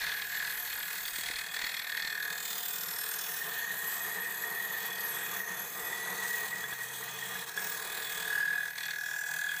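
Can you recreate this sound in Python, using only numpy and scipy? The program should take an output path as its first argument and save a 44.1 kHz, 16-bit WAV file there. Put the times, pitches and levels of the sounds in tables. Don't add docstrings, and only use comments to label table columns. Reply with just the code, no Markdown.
import sys
import numpy as np
from scipy import signal
from scipy.io import wavfile
from scipy.ndimage import uniform_filter1d, map_coordinates

SR = 44100
rng = np.random.default_rng(int(sys.argv[2]) if len(sys.argv) > 2 else 0)


def how_loud(loudness_db):
    steps = np.asarray(loudness_db, float) / 20
    return 10 ** steps


def waveform_to_disk(signal):
    frames = np.transpose(np.atleast_2d(signal))
    scaled = np.clip(frames, -1, 1) * 32767
    samples = np.round(scaled).astype(np.int16)
    wavfile.write(sys.argv[1], SR, samples)


N = 423360
CONTROL_STEP = 40

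# (frequency [Hz], width [Hz], level [dB])
REST_MODES = [(166.7, 4.9, -9), (186.6, 4.2, 0), (334.6, 52, -14.5), (452.3, 41.7, -1), (708.6, 8.3, -2.5),
              (931, 23.5, -1.5), (1076, 25, -4), (1206, 23, -1.5)]
# (frequency [Hz], density [dB per Hz])
REST_NOISE = [(15, -51), (25, -36), (76, -23.5), (172, -9), (277, -19.5), (456, -21), (562, -25),
              (707, -6.5), (1380, -7), (1700, -6), (2400, -10.5), (3120, -58), (5280, -120)]
# (frequency [Hz], width [Hz], level [dB])
MOTOR_LINES = [(718, 4, 0), (161, 5, -7), (900, 8, -9)]
# (time [s], frequency [Hz], level [dB])
HUM = [
    (6.3, 128, -93),
    (6.55, 128, -62.5),
    (7.3, 129, -60),
    (7.55, 129, -74),
]
# (middle [s], half length [s], peak [dB])
SHAKES = [
    (.06, 0.097, -57),
    (.65, 0.4, -64),
    (1.27, 0.16, -58),
    (1.63, .05, -58),
    (2.06, .04, -63),
    (5.9, 0.95, -67),
    (8.3, 0.54, -66),
]
# (time [s], peak [dB])
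THUMPS = [
    (1.187, -37),
    (1.302, -37.5),
    (1.359, -60),
    (1.641, -39),
    (2.049, -40),
]
MOTOR_DB, REST_DB, SHAKE_REST_DB = -62, -56.5, -75
LEAN_DB = 10

# (time [s], depth of shaving [dB], lean on the rest [0-1], slackness of grip on the steel [dB])
HANDS = [(0, -3, 0.33, 1), (.65, 1, 0.3, 10), (1.1, 0.5, 0.18, 1), (1.45, 0, 0.1, -5), (1.95, -6, 0.1, 4),
         (2.25, -3, 0.42, 1), (2.55, 3, 0.48, 2), (2.95, 0.5, 0.64, 10), (3.4, 2, 0.59, 4.5),
         (4.5, -1.5, 0.76, 6.5), (5.25, 0, 0.88, 3), (5.6, -2.5, .8, 3.5), (6.3, 1.5, 0.94, -0.5),
         (6.75, -1, 0.64, -1), (7.85, 1, 0.78, -11), (8.35, -0.5, 0.68, -0.5), (8.7, -3.5, 0.18, -4.5),
         (9.6, -2, 0.09, -7)]
# (middle [s], half length [s], loss [dB])
EASES = [(0.284, 0.067, 2.5), (1.125, 0.019, 2.5), (1.482, 0.049, 4), (1.842, 0.024, 8), (3.665, 0.011, 7),
         (5.446, 0.04, 8), (5.717, 0.064, 2), (6.662, .02, 6.5), (6.772, 0.016, 7), (7.458, 0.014, 8),
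         (7.534, 0.036, 8.5), (8.45, 0.042, 4), (8.735, 0.034, 9), (8.977, 0.065, 5.5), (9.22, 0.088, 5)]
TURNS_PER_S = 39.42
# (time [s], high spot angle [turns], knock share [0-1], surface memory [0-1], unevenness [dB])
CUT = [(0, -0.41, 0.8, 0.77, 1.5), (.6, -0.3, 0.94, 0.64, 1.5), (1.5, -.15, 1, 0.54, 2.5),
       (2.1, -0.07, 0.86, 0.86, 3), (2.4, -0.15, 0.85, 1, 3.5), (2.7, -0.17, 0.1, 0.73, 3.5),
       (3.1, -0.18, 0.92, 0.7, 3.5), (3.6, -0.4, 0.06, 0.38, 1), (4.8, -0.62, 0, 0.37, 1.5),
       (5.7, -0.29, 0.48, 0.13, 1), (6.5, -0.42, 0, 0.13, 2), (7.4, -0.65, 0.01, 0.37, 1.5),
       (7.8, -0.48, 1, 0.5, 3), (8.1, -0.7, 0.64, 0.8, 2), (8.4, -0.49, 0.95, 0.9, 3),
       (8.7, -0.73, 0.97, 0.2, 2), (9.0, -0.7, 0.99, 0.7, 2.5), (9.6, -0.9, 0.95, 0.7, 2.5)]
# (time [s], angle [turns])
KNOCK_ANGLE = [
    (0, -0.36),
    (1.0, -0.35),
    (1.9, -.39),
    (2.2, -.34),
    (2.5, -0.29),
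    (3.4, -.33),
    (7.6, -0.84),
    (9.6, -0.98),
]

# (frequency [Hz], density [dB per Hz])
SHAVING = [(1500, 7), (1950, 2), (2200, -10), (2900, -2.5), (3500, 3), (4200, -1), (4900, -5), (5800, -3.5),
           (6400, 1), (7000, -1), (8000, 4), (9700, -4.5), (11000, 0.5), (12500, -22), (15000, 1.5)]
# (frequency [Hz], width [Hz], level [dB])
TOP = [(14600, 260, 8), (15300, 2900, -1)]
# (frequency [Hz], width [Hz], level [dB])
DRY_TOP = [(15060, 740, 0)]
# (middle [s], half length [s], peak [dB])
TOP_BOUTS = [
    (1.05, 0.16, -47),
    (2.62, 0.18, -40),
    (3.3, 0.36, -46),
    (7.68, 0.067, -41),
    (8.1, 0.31, -48),
    (9.45, .15, -57),
]
# (middle [s], half length [s], peak [dB])
STEEL_BOUTS = [(3.93, 0.14, -41), (4.35, 0.056, -59), (4.63, .03, -46), (4.74, 0.022, -44),
               (5.08, 0.066, -39.5), (5.32, 0.081, -43), (5.62, 0.065, -42.5), (5.87, 0.017, -40),
               (6.18, 0.056, -50), (6.7, 0.022, -47), (7.35, .05, -54), (7.59, 0.027, -47),
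               (8.55, 0.053, -51), (8.83, 0.065, -50)]
# (middle [s], half length [s], frequency [Hz], width [Hz], level [dB])
SQUEAKS = [(.95, 0.68, 1480, 250, -55.5), (2.898, 0.55, 1440, 257, -51.5), (1.262, 0.27, 7800, 600, -54),
           (2.673, 0.35, 6980, 500, -50), (3.096, 0.19, 8700, 400, -43), (2.6, 0.27, 4970, 450, -53),
           (2.95, 0.22, 5270, 451, -49), (3.277, 0.2, 5430, 450, -49.5), (4.697, 1, 8000, 456, -56),
           (5.905, 1.7, 6320, 223, -54), (7.67, 0.15, 5440, 303, -51.5), (8.1, 0.089, 3700, 450, -55),
           (9.108, 0.27, 5640, 1110, -52), (9.22, 0.23, 7150, 800, -51)]
STEEL_HZ, STEEL_WIDTH_HZ = 11760, 30
HISS_DB, TOP_DB, STEEL_DB = -45.5, -52.5, -51
TOP_FOLLOWS = 0.88

# (frequency [Hz], width [Hz], level
# [dB])
BUILD_UP = [(1655, 230, 0)]
# (frequency [Hz], width [Hz], level [dB])
BENDING_SIDE = [(1495, 51, 14), (1577, 30, 10.5)]
# (middle [s], half length [s], peak [dB])
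BENDING_BOUTS = [(.08, 0.3, -40.5), (.42, 0.11, -37.5), (.95, 0.32, -47), (1.47, 0.12, -43),
                 (1.95, 0.064, -36), (2.24, 0.13, -35), (3.1, 0.2, -44.5), (3.6, .2, -46),
                 (4.35, 0.12, -45.5), (5.3, 0.45, -47), (7.7, 0.17, -42.5), (8.07, 0.12, -38.5),
                 (8.32, 0.068, -42), (8.5, 0.19, -29), (9.18, 0.33, -30.5)]
# (time [s], contact mode [Hz], upper mode [Hz])
MOVING_MODES = [(0, 1815, 3376), (1.2, 1727, 3340), (1.65, 1840, 3400), (2.1, 1826, 3400),
                (2.5, 1828, 3555), (3.5, 1836, 3410), (4.0, 1860, 3340), (4.4, 1852, 3400),
                (4.7, 1883, 3400), (5.1, 1873, 3360), (5.5, 1860, 3450), (5.9, 1904, 3460),
                (7.0, 1900, 3338), (7.6, 1872, 3360), (8.3, 1880, 3460), (9.6, 1975, 3365)]
# (frequency [Hz], width [Hz], level [dB])
SIDE_MODE = [(1803.4, 61, 0)]
# (middle [s], half length [s], peak [dB])
CONTACT_BOUTS = [(.05, .12, -71), (.39, 0.062, -40.5), (1.3, 0.27, -44), (1.64, 0.071, -38.5),
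                 (2.08, 0.28, -39), (3.75, 0.33, -37), (4.22, 0.12, -35.5), (4.55, 0.23, -36),
                 (4.82, 0.063, -31), (5.02, 0.072, -33.5), (5.24, 0.11, -38), (5.48, 0.11, -33),
                 (6.02, 0.21, -35.5), (6.45, 0.23, -32), (6.82, 0.044, -33.5), (7.04, 0.033, -50),
                 (7.3, .1, -45), (7.41, .04, -42), (8.36, 0.086, -39)]
# (middle [s], half length [s], peak [dB])
UPPER_BOUTS = [(.15, .13, -48), (1.5, 0.42, -44), (2.3, 0.23, -52), (4.88, 0.089, -46.5), (5.27, 0.11, -46),
               (5.95, 0.045, -44.5), (7.27, 0.19, -49.5), (8.17, 0.23, -44.5), (8.86, 0.052, -44),
               (9.35, 0.028, -49), (9.51, 0.025, -41), (9.58, 0.015, -46)]
# (frequency [Hz], width [Hz], level [dB])
REST_BAR = [(2489, 75, -3), (2534, 22, 1)]
# (frequency [Hz], width [Hz], level [dB])
CLUSTER = [(1260, 40, -20), (1430, 33, -2), (1860, 740, 14), (1926, 107, 22), (2320, 120, 0.5),
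           (3340, 108, 8), (3700, 620, 9.5), (3910, 74, 4), (4270, 86, 10.5), (4440, 196, 6.5)]
# (middle [s], half length [s], peak [dB])
STROKE_BOUTS = [(.07, 0.067, -37), (.21, 0.038, -42), (.44, 0.12, -42), (.7, 0.04, -43.5), (.9, 0.17, -45),
                (1.3, 0.15, -41.5), (1.63, 0.078, -38.5), (1.8, 0.11, -42.5), (2.02, 0.08, -41),
                (2.2, 0.12, -47), (2.5, 0.17, -50), (8.15, 0.42, -51.5), (8.86, 0.093, -45)]
# (time [s], peak [dB])
SLIPS = [(3.4148, -32), (3.528, -39), (3.5749, -29), (3.6198, -36), (3.6757, -29), (3.7051, -24.5),
         (3.779, -34), (3.8663, -35), (3.9102, -32), (4.0033, -27), (4.0699, -39), (4.1142, -29),
         (4.159, -27.5), (4.1842, -32), (4.2594, -25), (4.3098, -37), (4.387, -33), (4.4105, -37),
         (4.4365, -23), (4.4649, -41), (4.5143, -33), (4.5432, -40), (4.5625, -32), (4.5999, -23),
         (4.657, -32), (4.7034, -34), (4.7684, -30), (4.873, -37), (4.9164, -28.5), (4.9723, -37),
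         (4.9942, -32), (5.0935, -44), (5.1678, -30), (5.1928, -36), (5.2312, -28), (5.363, -31),
         (5.4003, -25), (5.4332, -31), (5.4746, -29), (5.9281, -26), (5.9795, -39), (6.1845, -31),
         (6.2863, -57), (6.308, -32), (6.3417, -26), (6.3945, -41), (6.4146, -27), (6.4389, -32),
         (6.5276, -25), (6.7158, -31), (6.9, -34), (7.0251, -30.5), (7.077, -32), (7.1857, -36),
         (7.2233, -26.5), (7.295, -34)]
# (time [s], peak [dB])
TICKS = [(0.018, -33), (0.0413, -39), (0.0667, -34), (0.0922, -30), (0.1181, -28), (0.2199, -26),
         (0.3716, -35), (0.3965, -30), (0.449, -32), (0.729, -30), (0.8011, -34), (0.8293, -35),
         (1.0056, -37), (1.053, -28), (1.0789, -23), (1.155, -37), (1.207, -42), (1.2336, -41),
         (1.259, -36), (1.2855, -35), (1.357, -28), (1.4855, -33), (1.5379, -39), (1.5643, -31),
         (1.5888, -38), (1.6152, -34), (1.6412, -38), (1.7135, -34), (1.7399, -35), (1.7669, -30),
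         (1.7928, -32), (1.8687, -34), (1.8941, -30), (1.9198, -27), (1.9709, -36), (1.9964, -39),
         (2.0218, -24), (2.0477, -29), (2.0727, -34), (2.099, -33), (2.1485, -40), (2.1994, -34),
         (2.2248, -33), (2.3042, -33), (2.378, -35), (2.4299, -41), (2.4538, -38), (2.5301, -31),
         (2.6324, -34), (2.6833, -40)]
# (time [s], peak [dB])
LATE_TICKS = [(7.9522, -34), (8.0275, -26), (8.1004, -33), (8.1258, -34), (8.1543, -32), (8.2001, -37),
              (8.2256, -36), (8.3274, -35), (8.3528, -26), (8.7569, -37), (8.7808, -29), (8.8048, -28),
              (8.8317, -33), (8.8547, -27), (8.8811, -32), (8.9075, -33), (8.9579, -41), (8.9839, -35),
              (9.0098, -33), (9.0357, -34), (9.0607, -32), (9.1106, -40), (9.1625, -35), (9.2363, -40),
              (9.3121, -33), (9.3365, -27), (9.363, -33), (9.4867, -38), (9.5122, -39), (9.5645, -28)]
# (time [s], peak [dB])
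CATCHES = [
    (6.64, -37),
    (6.727, -38),
    (7.3547, -40),
    (7.5755, -34.5),
]
# (frequency [Hz], level [dB], decay t60 [s])
CATCH_MODES = [(1693, -0.5, .06), (3400, -7.5, 0.073)]
BENDING_HZ, BENDING_WIDTH_HZ = 1675, 62
BENDING_REST_DB, CONTACT_REST_DB, UPPER_REST_DB, STROKE_REST_DB = -53.5, -46, -51.5, -60.5
STROKE_SHARPNESS = 1.2
SKID_S = 0.0087
SLIP_S, SLIP_DB, TICK_S, TICK_DB = 0.0034, -2.5, 0.0015, -6.5
RASP_HZ, LATE_RASP_HZ = [3280, 4660], [2920, 7650]
ROUNDING_HEIGHT = 0.08


def rms_one(x):
    return x / np.sqrt(np.mean(x ** 2) + 1e-20)


def in_time(rows):
    s, *columns = np.transpose(rows)
    return [np.interp(np.arange(N) / SR, s, c, left=c[0], right=c[-1]) for c in columns]


def fine(coarse):
    return np.interp(np.arange(N) / CONTROL_STEP, np.arange(len(coarse)), coarse)


def drift(rate_hz):
    r = np.exp(-2 * np.pi * rate_hz * CONTROL_STEP / SR)
    noise = rng.standard_normal(N // CONTROL_STEP + 2002)
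    slow = signal.lfilter([1], [1, -2 * r, r * r], noise)[2000:]
    return fine(rms_one(slow))


def swell(middle, half):
    t = np.arange(0, N + CONTROL_STEP, CONTROL_STEP) / SR
    return np.exp(-np.abs((t - middle) / half) ** 3)


def bouts(rows, rest_db):
    power = sum(how_loud(db) ** 2 * swell(s, half) for s, half, db in rows)
    return 10 * np.log10(how_loud(rest_db) ** 2 + fine(power))


def easing():
    return fine(sum(-db * swell(s, half) for s, half, db in EASES))


def swells(rows, carrier, rise_s):
    out, t = np.zeros(N + 3000), np.arange(3000) / SR
    shape = t / rise_s * np.exp(1 - t / rise_s)
    for s, db in rows:
        out[round(s * SR):][:len(t)] += how_loud(db) * shape
    return out[:N] * carrier


def tone(hz):
    return np.sin(2 * np.pi * np.cumsum(hz) / SR)


def band_pass(x, order, band_hz):
    return signal.sosfilt(signal.butter(order, band_hz, "band", fs=SR, output="sos"), x)


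def rasp(band_hz):
    return rms_one(band_pass(rng.standard_normal(N), 3, band_hz))


def modes(x, table):
    out = 0
    for k, (hz, width, db) in enumerate(table):
        r = np.exp(-np.pi * width / SR)
        gain = (-1) ** k * how_loud(db) * (1 - r * r) / 2
        poles = [1, -2 * r * np.cos(2 * np.pi * hz / SR), r * r]
        out = out + signal.lfilter([gain, 0, -gain], poles, x)
    return rms_one(out)


def moving_mode(x, hz, width_hz, steady=0):
    carrier = np.exp(2j * np.pi * np.cumsum(hz) / SR)
    r = np.exp(-np.pi * width_hz / SR)
    ring = signal.lfilter([1], [1, -2 * r, r * r], x / carrier)
    if steady:
        power = uniform_filter1d(np.abs(ring) ** 2, size=1300)
        ring = ring / (power + 1e-9) ** (steady / 2)
    return rms_one((ring * carrier).real)


def coloured(x, spectrum, patchy_db):
    hz, db = np.transpose(spectrum)
    edges = np.geomspace(hz[0], min(hz[-1] * 1.1, 16500), 25)
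    out = 0
    for k, (low, high) in enumerate(zip(edges, edges[1:])):
        level_db = np.interp(np.log(low * high) / 2, np.log(hz), db) + patchy_db * drift(2.7)
        out = out + (-1) ** k * how_loud(level_db) * band_pass(x, 2, [low, high])
    return rms_one(out)


def bed():
    shake = rng.standard_normal((4, N))
    lean = in_time(HANDS)[1]
    drone = 0.55 * how_loud(7 * (lean - 0.7)) * modes(shake[0], REST_MODES)
    drone += 0.81 * coloured(shake[1], REST_NOISE, patchy_db=1.8)
    rest_db = REST_DB + LEAN_DB * lean + 0.51 * easing()
    out = how_loud(rest_db + 3.5 + 1.35 * drift(10.2)) * drone
    hum_hz, hum_db = in_time(HUM)
    out += how_loud(hum_db) * np.sqrt(2) * tone(hum_hz)
    out += how_loud(MOTOR_DB) * modes(shake[3], MOTOR_LINES)
    rumble = rms_one(band_pass(shake[2], 2, [12, 60]))
    return out + how_loud(bouts(SHAKES, SHAKE_REST_DB) - 5.5) * rumble


def thumps():
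    out, t = np.zeros(N), np.arange(2000) / SR
    push = t / 0.00097 * np.exp(-t / 0.00029) * (1 - t / 0.00062)
    for s, db in THUMPS:
        out[round(s * SR):][:len(t)] += how_loud(db + 29.0) * push
    return how_loud(1.5) * signal.lfilter(*signal.butter(1, 450, fs=SR), out)


def contact():
    high_spot, knock_share, memory, uneven_db = in_time(CUT)
    turns = TURNS_PER_S * np.arange(N) / SR - high_spot
    size = round(SR / TURNS_PER_S)

    surface = rng.standard_normal((int(turns[-1]) + 2, size))
    turn_start = np.searchsorted(turns, np.arange(len(surface))).clip(0, N - 1)
    kept = np.clip(memory[turn_start], 0, 0.97)
    for k in range(1, len(surface)):
        surface[k] = kept[k] * surface[k - 1] + np.sqrt(1 - kept[k] ** 2) * surface[k]
    ridges = map_coordinates(surface.ravel(), [turns * size], order=3)
    heel_ridges = map_coordinates(surface[:, ::-1].ravel(), [turns * size], order=3)

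    wave = np.cos(2 * np.pi * turns) + 0.43 * np.cos(4 * np.pi * turns + 0.65)
    pressure = how_loud(uneven_db * wave + 1.02 * drift(35))
    pressure = pressure / np.sqrt(uniform_filter1d(pressure ** 2, size=4 * size))

    place = (turns + high_spot - in_time(KNOCK_ANGLE)[0]) * size
    whole = np.floor(place / size)
    at = np.flatnonzero(np.diff(whole) > 0) + 1
    late = np.clip(place[at] - whole[at] * size, 0, 1)
    strength = np.sqrt(size) * how_loud(0.5 * rng.standard_normal(len(at)))
    knocks = np.zeros(N)
    knocks[at], knocks[at - 1] = strength * (1 - late), strength * late

    share = np.clip(knock_share, 0, 1)
    tearing = pressure * rng.standard_normal(N) * how_loud(2.0 * drift(23))
    force = np.sqrt(share) * knocks + np.sqrt(1 - share) * tearing
    scrape = pressure * ridges + 0.28 * np.sqrt(share) * knocks
    heel = pressure ** 0.44 * heel_ridges
    return force, scrape, heel, pressure


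def squeaks(edge):
    out = np.zeros(N)
    for s, half, hz, width, db in SQUEAKS:
        near = np.arange(max(0, int((s - 2 * half) * SR)), min(N, int((s + 2 * half) * SR)))
        rise = np.exp(-((near / SR - s) / half) ** 2)
        out[near] += how_loud(db) * rise * moving_mode(edge[near], np.full(len(near), hz), width_hz=width)
    return out


def blade(scrape, heel, pressure):
    depth_db, _, slack_db = in_time(HANDS)
    ease_db, tremor = easing(), drift(4.1)
    hiss_db = HISS_DB + depth_db + 0.7 * ease_db + 0.7 * tremor
    top_db = TOP_DB + TOP_FOLLOWS * depth_db + 0.29 * ease_db + 2.1 * tremor
    dry_db = bouts(TOP_BOUTS, -70) + 0.8 * ease_db
    steel_db = bouts(STEEL_BOUTS, STEEL_DB + slack_db) + 0.38 * ease_db + 0.7 * drift(13.0)
    out = how_loud(hiss_db + 2.5) * coloured(scrape, SHAVING, patchy_db=2.73)
    out += how_loud(top_db + 6.5) * modes(heel * pressure ** 0.69, TOP)
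    out += how_loud(dry_db + 2.5) * modes(modes(heel * pressure ** 0.9, DRY_TOP), DRY_TOP)
    rubbing = 0.43 * heel + rng.standard_normal(N)
    out += how_loud(steel_db + 1.5) * modes(rubbing, [(STEEL_HZ, STEEL_WIDTH_HZ, 0)])
    return out + squeaks(heel * pressure ** 1.1)


def catches():
    hits, out = np.zeros(N) + 1e-18, np.zeros(N)
    for s, db in CATCHES:
        hits[round(s * SR)] = how_loud(db + 9.5)
    for hz, db, t60 in CATCH_MODES:
        r, w = how_loud(-60 / (t60 * SR)), 2 * np.pi * hz / SR
        out += signal.lfilter([0, how_loud(db) * np.sin(w)], [1, -2 * r * np.cos(w), r * r], hits)
    return out


def blank(force, scrape, pressure):
    ease_db = easing()
    bending_db = bouts(BENDING_BOUTS, BENDING_REST_DB) + 0.22 * ease_db + 2.9 * drift(1.1)
    contact_db = bouts(CONTACT_BOUTS, CONTACT_REST_DB) + 0.64 * ease_db + 1.0 * drift(1.8)
    upper_db = bouts(UPPER_BOUTS, UPPER_REST_DB) + 0.84 * ease_db + 1.6 * drift(17.0)
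    stroke_db = bouts(STROKE_BOUTS, STROKE_REST_DB)
    contact_hz, upper_hz = in_time(MOVING_MODES)

    bent = modes(force, [(BENDING_HZ, 190, 0)])
    bending = moving_mode(bent, np.full(N, BENDING_HZ), BENDING_WIDTH_HZ, steady=0.49)
    out = how_loud(bending_db - 4.0) * bending
    side_db = bending_db - 11.5 - 5.5 * fine(swell(8.5, 0.15))
    out += how_loud(side_db) * modes(modes(force, BUILD_UP), BENDING_SIDE)

    wandering_hz = contact_hz + 12 * drift(0.88)
    out += how_loud(contact_db - 6.0) * moving_mode(force, wandering_hz, width_hz=48.6, steady=0.47)
    side_db = contact_db - 9.0 - 6.9 * fine(swell(6.34, 0.67))
    out += how_loud(side_db) * modes(modes(force, SIDE_MODE), SIDE_MODE)

    mixed = 0.4 * force + 1.2 * scrape
    out += how_loud(upper_db - 3.0) * moving_mode(mixed, upper_hz, width_hz=190)
    out += how_loud(0.55 * upper_db - 28.0) * modes(mixed, REST_BAR)

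    skid = rng.standard_normal(400) * np.exp(-np.arange(400) / SR / SKID_S)
    skidding = rms_one(signal.oaconvolve(force, skid)[:N])
    stroke = (0.57 * skidding + 0.81 * scrape) * pressure ** STROKE_SHARPNESS
    out += how_loud(stroke_db + 2.0) * modes(stroke, CLUSTER)
    out += how_loud(stroke_db - 10) * rms_one(rasp(RASP_HZ) * pressure ** 3.0)

    out += how_loud(SLIP_DB) * swells(SLIPS, tone(contact_hz + 15 * drift(22)), SLIP_S)
    out += how_loud(TICK_DB) * swells(TICKS, tone(upper_hz + 60 * drift(23.7)), TICK_S)
    out += how_loud(TICK_DB - 1.5) * swells(TICKS, rasp(RASP_HZ), 0.87 * TICK_S)
    out += how_loud(TICK_DB - 5.0) * swells(LATE_TICKS, rasp(LATE_RASP_HZ), 0.79 * TICK_S)
    return out + catches()


def scene():
    force, scrape, heel, pressure = contact()
    mix = bed() + thumps() + blade(scrape, heel, pressure)
    mix += blank(force, heel, pressure)
    return mix[None]


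def low_pass(x):
    return signal.sosfilt(signal.butter(12, 16820, fs=SR, output="sos"), x)


def record(dry):
    rounded = ROUNDING_HEIGHT * np.tanh(dry / ROUNDING_HEIGHT)
    step = signal.sosfilt(signal.ellip(9, 0.5, 32, 15470, fs=SR, output="sos"), rounded)
    cut = signal.sosfilt(signal.ellip(10, 0.5, 60, 15800, fs=SR, output="sos"), step)
    return low_pass(cut)


dry = scene()
out = record(dry)
waveform_to_disk(out)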